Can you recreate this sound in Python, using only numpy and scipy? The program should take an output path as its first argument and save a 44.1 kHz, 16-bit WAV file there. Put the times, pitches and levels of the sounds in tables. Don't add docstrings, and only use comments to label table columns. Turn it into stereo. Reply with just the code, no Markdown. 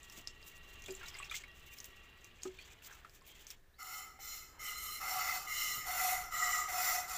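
import sys
import numpy as np
from scipy import signal
from scipy.fft import rfft, irfft, next_fast_len
from scipy.io import wavfile
from scipy.ndimage import uniform_filter1d

SR = 44100
rng = np.random.default_rng(int(sys.argv[2]) if len(sys.argv) > 2 else 0)


def output_pcm(signal):
    pcm = np.clip(np.atleast_2d(signal).T, -1, 1) * 32767
    wavfile.write(sys.argv[1], SR, np.round(pcm).astype(np.int16))


N = 316197

# pitch_hz, density_db (per Hz)
RUMBLE_SPECTRUM = [(8.8, -14), (15, 8), (32, -4), (65, 1), (90, -9), (130, -9.5), (210, -17), (329, -16),
                   (380, -12.5), (418, -14.5), (499, -20), (656, -21), (700, -19.5), (910, -66),
                   (1540, -120)]
# time_s, level_db
RUMBLE_LEVEL = [(0, -63), (1.0, -59.5), (1.4, -62), (2.9, -63.5), (3.45, -64), (3.73, -70.5), (3.93, -65.5),
                (4.7, -62), (6.0, -59.5), (7.17, -60.5)]
# pitch_hz, density_db (per Hz)
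HUSH_SPECTRUM = [(240, -49), (400, -26.5), (942, -24.5), (1320, -25), (1540, -22), (1740, -16), (2090, -27),
                 (10100, -37.5), (13100, -35.5), (15500, -32)]
# pitch_hz, width_hz, level_db (relative)
WHINE_TONES = [(1159, 19, -13), (1336, 19, -16), (1913, 16, -7.5), (2764, 5.2, -4.5), (2790, 7.5, -14),
               (3910, 13, -17.5)]
# time_s, gain_db
WHINE_GAIN = [(0, -61), (1.2, -60), (2.25, -63.5), (2.45, -74), (2.6, -100), (7.17, -100)]

# start_s, level_db (before trim), pitch_hz (at the start)
DRIPS = [(.185, -63.5, 686), (.861, -46.5, 3440), (.883, -47, 2390), (0.906, -50, 4800), (0.907, -46, 7200),
         (.95, -46, 7160), (1.012, -52, 1600), (1.031, -48, 1373), (1.058, -49.5, 3850), (1.084, -43, 5300),
         (1.143, -47.5, 4770), (1.151, -46.5, 2070), (1.187, -44, 7880), (1.2, -47, 1100),
         (1.228, -45, 2680), (1.245, -50, 5300), (1.297, -45.5, 3600), (1.313, -40.5, 2360),
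         (1.313, -45.5, 1282), (1.322, -44, 3340), (1.342, -40.5, 2090), (1.436, -44, 2150),
         (2.454, -51.5, 1234), (2.588, -46, 2380), (2.625, -55, 3200), (2.82, -58, 2720),
         (2.847, -52, 4670), (2.911, -54, 1630), (2.926, -52, 6100), (3.047, -49.5, 1324),
         (3.215, -61.5, 1055), (4.19, -55, 777)]
# start_s, level_db (before trim), pitch_hz (at the start), t60_s (before the note is closed off), rise_s
PLOPS = [(0.176, -45, 320, 0.051, .01), (.884, -37, 379.3, 0.52, 0.023), (1.881, -52, 380, 0.051, .008),
         (2.453, -38.5, 373.3, 0.38, 0.004), (5.77, -46.5, 129, 0.17, 0.011)]
# start_s, end_s, from_hz, to_hz, level_db (before the uneven slip)
SQUEAKS = [(2.58, 2.648, 4280, 4600, -65), (3.27, 3.378, 3110, 3290, -65), (3.324, 3.426, 2100, 1950, -69),
           (3.734, 3.79, 3650, 5130, -74)]
# start_s, level_db, pitch_hz, air_db (relative, before trim)
LOUD_SNAPS = [(0.0315, -42, 7500, -23), (0.0988, -38, 5600, -18), (0.2737, -27, 5230, -47),
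              (0.4284, -43.5, 4770, -28), (0.5786, -53, 8360, -4), (0.7566, -54, 6700, -14),
              (0.8216, -41.5, 6300, -12), (0.84, -43, 6400, -20), (0.861, -40, 7260, -12),
              (0.8824, -42, 7210, -23), (0.9233, -47, 6470, -3), (1.1034, -50, 6720, -11),
              (1.2271, -44, 7330, -25), (1.3116, -42, 6800, -8), (1.5968, -51, 7360, -6),
              (1.7865, -38, 5400, -15), (1.803, -31.5, 6250, -25), (1.8437, -32.5, 6660, -12.5),
              (2.2447, -41, 6140, -12), (2.4204, -44, 4870, -23), (2.4337, -27, 6540, -29),
              (2.825, -57, 7080, -1), (3.096, -49, 5130, -13), (3.276, -51, 4550, 2),
              (3.4685, -35.5, 6200, -31), (3.5042, -33, 5580, -15), (3.8287, -45, 6820, 1)]
# time_s, gain_db, colour_hz
SLOSH_MOVES = [(0, -63, 2600), (.2, -60, 2460), (.27, -65, 2900), (.5, -63, 2550), (.7, -60.5, 2560),
               (.97, -59.5, 2750), (1.04, -50.5, 1680), (1.09, -57.5, 2500), (1.14, -52.5, 2200),
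               (1.3, -57, 2570), (1.44, -60.5, 2260), (1.5, -64.5, 2650), (1.8, -61, 2650),
               (2.2, -64, 2340), (2.38, -65, 2650), (2.47, -63, 1500), (2.52, -63.5, 3060),
               (2.71, -59.5, 2200), (2.78, -64.5, 2200), (2.9, -56.5, 1740), (3.05, -64, 1560),
               (3.2, -71, 1860), (3.29, -63.5, 3070), (3.54, -61, 2700), (3.565, -73, 2700)]
# pitch_hz, density_db (per Hz)
SLOSH_SPECTRUM = [(290, -29), (500, -9.5), (841, 2), (1560, 0), (1680, 0), (2060, -0.5), (3270, 1),
                  (5000, -11), (6500, -25), (11000, -120)]
# end_s, build_s, rustle_db, air_db (relative to the rustle)
RUSTLE_SWELLS = [(.03, 0.079, -66, -9), (.21, 0.85, -62, -5.5), (0.278, 0.013, -53.5, -34),
                 (.48, 0.089, -63.5, 4), (.75, 1, -68.5, -5), (.96, 0.4, -60.5, -5),
                 (1.06, 0.044, -65, -22), (1.14, 0.28, -56.5, -7), (1.35, 0.08, -47, -8.5),
                 (1.6, 0.042, -67, -5), (1.86, 0.44, -61, 2.5), (2.04, 0.19, -66, -9),
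                 (2.25, 0.067, -64, -6), (2.432, 0.044, -51, -9), (2.71, 0.5, -63.5, -11),
                 (2.87, 0.097, -58, 1), (2.93, 0.11, -62.5, -4), (3.16, .3, -68, -3),
                 (3.28, 0.043, -66.5, 5.5), (3.51, 0.33, -61.5, -2)]
# pitch_hz, density_db (per Hz)
RUSTLE_SPECTRUM = [(2060, -6), (3500, -5), (4280, -9.5), (5290, -8.5), (5830, -5), (7640, -3.5),
                   (9500, -34), (12400, -44), (20900, -120)]
# pitch_hz, density_db (per Hz)
RUSTLE_AIR_SPECTRUM = [(5000, -37), (8500, -8.5), (9640, -5.5), (11100, -8), (14900, 4), (15500, 5)]

# start_s, swell_s, hold_s, bottom_db, wall_db, spray_db, aim (0 = on the wall, 1 = on the bottom),
# then favour_db for each of the four mode families, set by the spot that is hit
SQUIRTS = [(3.781, 0.099, 0.088, -49.5, -51, -52.5, 0.41, 1.5, -5.5, 4.5, -0.5),
           (4.187, 0.045, 0.11, -54.5, -49, -52.5, 0.34, 0, 0, 6, 0.5),
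           (4.585, 0.057, 0.047, -47, -45.5, -50, 0.23, 2, 0.5, -4, -9),
           (4.748, 0.076, 0.11, -49.5, -47, -48, 0.052, -10, 1, 6, -8.5),
           (4.997, .1, .24, -39.5, -43.5, -45.5, 0.79, .1, -6, 4, -1.5),
           (5.465, 0.086, .18, -42.5, -41, -44, 0.091, -1, 4, -1, -3.5),
           (5.852, 0.19, 0.063, -37, -39, -40, 0.92, 4.5, 2.5, 5, 1),
           (6.302, 0.077, .19, -36, -40.5, -47, 0.17, 7.5, -4.5, -2.5, 4.5),
           (6.677, .14, .1, -38, -38.5, -40, 0.92, 3.5, 1, 2.1, 3),
           (7.073, 0.14, .1, -39.5, -39, -43, 0.89, -2, -5, 3, 4)]
# pitch_hz (before the pitch factor), width_hz, on_wall_db, on_bottom_db (relative)
BUCKET_MODES = [(729.4, 23, -5, -2), (735.9, 23, -8.5, 9), (820, 84, -28.5, -18.5), (1172, 31, -4, -3.5),
                (1247, 57, 6, -3), (1278, 52.6, 2.5, 1.5), (1373.4, 28.6, -2.5, -0.5), (1493, 26, -45, -3),
                (1958, 23, 6.5, -6), (2040, 92.4, 4.5, 5), (2056, 48, 0, 1.5), (2085, 18.3, 7, -8.5),
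                (2150, 16, -32, -7), (2540, 32, -16, 1), (2807, 43, -8.5, -8.5), (2995, 49, -1.5, -12),
                (3516, 32, -21.5, -6), (4060, 36, -1.5, -11), (4200, 31, -23, -23), (4434, 56, -16.5, -3.5),
                (5060, 24, -18, -10), (5335, 48, -4.5, -0.5), (5774, 230, -13.5, -4.5), (6370, 73, -32, -5),
                (6705, 46, -4.5, -15.5), (6830, 29, -4, -0.5), (6900, 76, -14, -30), (7140, 54, -11, 0),
                (7280, 130, -3.5, -9.5), (8450, 200, -9.5, -53)]
# centre_hz, reach (in natural-log pitch)
MODE_FAMILIES = [(740, .05), (2050, .06), (4150, .06), (7280, .06)]
# pitch_hz, density_db (per Hz)
WALL_WASH_SPECTRUM = [(1350, -54), (2300, -18), (3010, -5.5), (3780, 1.5), (4070, 0), (4720, -4), (7350, 0),
                      (10000, -14), (13000, -49), (22000, -120)]
# pitch_hz, density_db (per Hz)
FILM_SPECTRUM = [(300, -25), (500, -5.5), (900, 5), (1600, 1.5), (2300, -11), (3200, -3)]
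# pitch_hz, density_db (per Hz)
SPRAY_SPECTRUM = [(4710, -40), (8000, -9), (9340, -8.5), (10600, -2), (11300, -1.5), (12600, 2),
                  (14900, 2.5), (15500, 1)]
# time_s, level_db
DRIBBLE_LEVEL = [(4.4, -89), (4.45, -84), (4.58, -64.5), (4.62, -78)]

HUSH_DB = -73.5
SHED_T60_S, SHED_DB = 0.14, -15
CUTOFF_HZ = 15550
DRIP_T60_S, DRIP_SHORTENS = 0.1, 0.91
SMALL_SNAPS, WET_UNTIL_S = 26, 3.5
SMALL_SNAP_DB, SMALL_SNAP_HZ, SMALL_AIR_DB = (-60, -54), (4570, 7600), (-20, -11)
RUSTLE_BUILD_DB, RUSTLE_FADE_DB_PER_S = 18.5, 265
AIR_SHARE = 1.77
ATTACK_S, FIRST_TOUCH_DB, RELEASE_DB_PER_S = 0.019, -6.5, 129.5
SWELL_SHARES, RELEASE_SHARES = (0.7, 1.23, 1.07), (0.56, 0.85, 1.01)
FILM_DB, FILM_AIM_DB, WASH_DB, WASH_AIM_DB = -19, 8.5, -4.5, 4.5
BOTTOM_TOP_HZ = 2300
EMPTY_PITCH, PITCH_SAG_PER_S, LOADED_TOP_HZ = 1.021, 0.011, 4350
MODE_WANDER_DB, STEADY_TOP_HZ = 2, 800
BODY_HZ, BODY_EMPTY_DB, BODY_DAMP_DB_PER_S = (800, 900), 10.5, 4.0


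def from_db(db):
    return 10 ** (np.asarray(db) / 20)


def rms_one(x):
    return x / np.sqrt(np.mean(x ** 2) + 1e-20)


def in_time(rows):
    s, *columns = np.transpose(rows)
    return [np.interp(np.arange(N) / SR, s, c, left=-120, right=-120) for c in columns]


def drift(rate_hz):
    r = np.exp(-80 * np.pi * rate_hz / SR)
    noise = rng.standard_normal(N // 40 + 2002)
    slow = signal.lfilter([1], [1, -2 * r, r * r], noise)[2000:]
    return np.interp(np.arange(N) / 40, np.arange(len(slow)), rms_one(slow))


def coloured(x, spectrum):
    size = next_fast_len(N)
    hz = np.maximum(np.fft.rfftfreq(size, 1 / SR), 1)
    points = np.array(spectrum)
    gain_db = np.interp(np.log(hz), np.log(points[:, 0]), points[:, 1], left=-90, right=-90)
    return rms_one(irfft(rfft(x, size) * from_db(gain_db), size)[:N])


def resonance(x, hz, width_hz):
    r = np.exp(-np.pi * width_hz / SR)
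    feed = np.array([1, 0, -1]) * (1 - r * r) / 2
    return signal.lfilter(feed, [1, -2 * r * np.cos(2 * np.pi * hz / SR), r * r], x)


def droplets(per_s, spread_db):
    sizes = from_db(spread_db * np.minimum(rng.exponential(1, N), 5)) * rng.choice([-1, 1], N)
    return rms_one(sizes * (rng.random(N) < per_s / SR))


def add(out, s, sound):
    at = round(s * SR)
    out[at:at + len(sound)] += sound[:N - at]


def even(x):
    return x / np.sqrt(uniform_filter1d(x ** 2, size=13000) + 1e-9)


def blend(ring, noise, noise_db):
    return (ring + from_db(noise_db) * noise) / np.sqrt(1 + from_db(noise_db) ** 2)


def rumble():
    level_db = in_time(RUMBLE_LEVEL)[0] + 1.0
    return from_db(level_db) * coloured(rng.standard_normal(N), RUMBLE_SPECTRUM)


def hush():
    return from_db(HUSH_DB) * coloured(rng.standard_normal(N), HUSH_SPECTRUM)


def whine():
    noise = rng.standard_normal(N)
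    tones = sum(from_db(db) * rms_one(resonance(noise, hz, width_hz)) for hz, width_hz, db in WHINE_TONES)
    return from_db(in_time(WHINE_GAIN)[0]) * tones


def shed(x):
    t = np.arange(round(SHED_T60_S * SR)) / SR
    tail = rng.standard_normal(len(t)) * from_db(-60 * t / SHED_T60_S) * (t > 0.003)
    tail /= np.sqrt(np.sum(tail ** 2))
    return x + from_db(SHED_DB) * signal.fftconvolve(x, tail)[:N]


def climbing_note(hz, t60, rise_s, climb):
    t = np.arange(round(t60 * SR)) / SR
    tone = np.sin(2 * np.pi * hz * (t + climb * t * t / t60))
    return tone * from_db(-60 * t / t60) * (1 - np.exp(-t / rise_s))


def drips():
    out, t = np.zeros(N), np.arange(2000) / SR
    for s, level_db, hz in DRIPS:
        t60 = DRIP_T60_S * (hz / 1000) ** -DRIP_SHORTENS
        ring = climbing_note(hz, t60, rise_s=0.00053, climb=0.071)
        splash = rng.standard_normal(len(t)) * np.exp(-t / 0.011)
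        add(out, s, from_db(level_db + 3.0) * ring)
        add(out, s, from_db(level_db + 10) * resonance(splash, hz, 460))
    return out


def plops():
    out, t = np.zeros(N), np.arange(6000) / SR
    closing = np.exp(-(t / 0.052) ** 4) + from_db(-13.0)
    for s, level_db, hz, t60, rise_s in PLOPS:
        note = climbing_note(hz, t60, rise_s, climb=0.012)[:len(t)]
        add(out, s, from_db(level_db - 0.5) * note * closing[:len(note)])
        push = rng.standard_normal(len(t))
        thud = rms_one(resonance(push, 0.77 * hz, 135)) + 0.13 * rms_one(resonance(push, 1.62 * hz, 130))
        add(out, s, from_db(level_db - 9.5) * thud * np.exp(-t / 0.02))
    return out


def squeaks():
    out = np.zeros(N)
    for start, end, from_hz, to_hz, level_db in SQUEAKS:
        size = round((end - start) * SR)
        glide = np.sin(2 * np.pi * np.cumsum(np.linspace(from_hz, to_hz, size)) / SR)
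        add(out, start, from_db(level_db) * np.hanning(size) ** 0.17 * glide)
    return out * (0.54 + 1.2 * drift(180))


def snaps():
    out, t = np.zeros(N), np.arange(1500) / SR
    low, top = np.transpose([(0, WET_UNTIL_S), SMALL_SNAP_DB, SMALL_SNAP_HZ, SMALL_AIR_DB])
    small = low + (top - low) * rng.random((SMALL_SNAPS, len(low)))
    high = signal.butter(4, 9500, "high", fs=SR, output="sos")
    tail = from_db(-17.5) * np.exp(-t / 0.0057)
    for s, level_db, hz, air_db in np.r_[LOUD_SNAPS, small]:
        low_hiss, air_hiss = rng.standard_normal((2, len(t)))
        click = np.sin(2 * np.pi * hz * t) * np.exp(-t / 0.00068)
        click += tail * rms_one(resonance(low_hiss, hz, 1200))
        tick = signal.sosfilt(high, air_hiss * (from_db(0.5) * np.exp(-t / 0.00019) + tail))
        add(out, s, from_db(level_db) * (click + from_db(air_db + 10.5) * tick))
    return out


def rustle_levels():
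    t = np.arange(N // 40 + 1) * 40 / SR
    power = np.zeros((2, len(t)))
    for end, build, level_db, air_db in RUSTLE_SWELLS:
        lost_db = np.maximum(RUSTLE_BUILD_DB * (end - t) / build, RUSTLE_FADE_DB_PER_S * (t - end))
        power += from_db([level_db - lost_db, level_db + air_db - AIR_SHARE * lost_db]) ** 2
    return [np.interp(np.arange(N) / SR, t, gain) for gain in np.sqrt(power)]


def wetting():
    slosh_db, colour_hz = in_time(SLOSH_MOVES)
    grains = coloured(droplets(6000, spread_db=2.5), SLOSH_SPECTRUM)
    slosh = from_db(-6.0) * grains
    for hz in np.geomspace(1000, 4400, num=16):
        near = np.exp(-(np.log(np.maximum(colour_hz, 1) / hz) / 0.37) ** 2)
        flutter = from_db(-2.5 + 6.2 * drift(25))
        slosh = slosh + flutter * near * resonance(grains, hz, 0.03 * hz)
    rustle_gain, air_gain = rustle_levels()
    crackle = droplets(5000, spread_db=1.0) * from_db(4.55 * drift(25))
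    rustle = rustle_gain * coloured(crackle, RUSTLE_SPECTRUM)
    air_gain = air_gain + from_db(slosh_db - 21.5)
    return slosh * from_db(slosh_db) + rustle + air_gain * coloured(crackle, RUSTLE_AIR_SPECTRUM)


def per_squirt(values):
    starts = [row[0] for row in SQUIRTS]
    now = np.maximum(np.searchsorted(starts, np.arange(N) / SR) - 1, 0)
    return uniform_filter1d(np.asarray(values, float)[now], size=1300)


def jet_levels():
    power, t = np.zeros((3, N)), np.arange(N) / SR
    for start, swell, hold, *level_db in np.array(SQUIRTS)[:, :6]:
        full = start + ATTACK_S + swell
        landed = np.clip((t - start) / ATTACK_S, 0, 1)
        short_db = FIRST_TOUCH_DB * np.clip((full - t) / swell, 0, 1)
        lost_db = RELEASE_DB_PER_S * np.maximum(t - full - hold, 0)
        pressure_db = np.outer(SWELL_SHARES, short_db) - np.outer(RELEASE_SHARES, lost_db)
        power += (landed * from_db(np.c_[level_db] + pressure_db)) ** 2
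    return np.sqrt(power)


def steel(hits):
    bottom, wall = np.zeros((2, N))
    centre_hz, reach = np.transpose(MODE_FAMILIES)
    wander = [from_db(MODE_WANDER_DB * drift(7.2) * (mode[0] > STEADY_TOP_HZ)) for mode in BUCKET_MODES]
    ends = [row[0] for row in SQUIRTS[1:]] + [N / SR]
    for (start, _, _, _, _, _, aim, *favour_db), end in zip(SQUIRTS, ends):
        milking_s = start - SQUIRTS[0][0]
        pitch = EMPTY_PITCH - PITCH_SAG_PER_S * milking_s
        span = slice(round(start * SR), round(end * SR))
        for k, (hz, width_hz, on_wall_db, on_bottom_db) in enumerate(BUCKET_MODES):
            level_db = on_wall_db + np.clip(aim, 0, 1) * (on_bottom_db - on_wall_db)
            level_db += np.dot(favour_db, np.exp(-(np.log(hz / centre_hz) / reach) ** 2))
            if BODY_HZ[0] < hz < BODY_HZ[1]:
                level_db += BODY_EMPTY_DB - BODY_DAMP_DB_PER_S * milking_s
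            level_db += rng.normal(0, 1.0)
            hz = hz * (pitch if hz < LOADED_TOP_HZ else 1)
            drive = np.r_[hits[span] * wander[k][span], np.full(4000, 1e-18)]
            near = resonance(drive, hz, 4.95 * width_hz)
            ring = (-1) ** k * from_db(level_db) * resonance(near, hz, width_hz)
            add(bottom if hz < BOTTOM_TOP_HZ else wall, start, ring)
    return even(bottom), even(wall)


def crowd(hits, low_hz, high_hz, count, width_hz, mix_db):
    out, step_hz = np.zeros(N), (high_hz - low_hz) / count
    for k in range(count):
        level_db = per_squirt(rng.normal(0, mix_db, len(SQUIRTS))) + 3.0 * drift(6.7)
        hz = low_hz + step_hz * (k + rng.random())
        out += (-1) ** k * resonance(hits * from_db(level_db), hz, width_hz)
    return even(out)


def jets():
    bottom_gain, wall_gain, spray_gain = jet_levels()
    aim = per_squirt(np.array(SQUIRTS)[:, 6])
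    hits, mist = droplets(7000, spread_db=2.5), droplets(9000, spread_db=3.0)
    bottom, wall = steel(hits)
    film = coloured(droplets(7000, spread_db=-2.0), FILM_SPECTRUM)
    dense = crowd(mist, 4593, 9810, count=30, width_hz=92, mix_db=5.0)
    wash = coloured(dense + hits[::-1], WALL_WASH_SPECTRUM)
    fizz = crowd(hits, 8200, 15580, count=32, width_hz=150, mix_db=2.5)
    spray = coloured(fizz + from_db(-2.5 + 2.6 * drift(26)) * mist, SPRAY_SPECTRUM)
    sound = bottom_gain * blend(bottom, film, FILM_DB + FILM_AIM_DB * aim)
    sound += wall_gain * blend(wall, wash, WASH_DB + WASH_AIM_DB * aim)
    sound += from_db(in_time(DRIBBLE_LEVEL)[0]) * film
    sound += spray_gain * spray
    return sound * from_db(0.46 * drift(20))


def scene():
    background = rumble() + hush() + whine()
    echoing = shed(drips() + plops() + squeaks() + snaps())
    mono = background + echoing + wetting() + jets()
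    return np.stack([mono, mono])


def record(dry):
    return signal.sosfilt(signal.ellip(12, 0.5, 70, CUTOFF_HZ, fs=SR, output="sos"), dry)


dry = scene()
out = record(dry)
output_pcm(out)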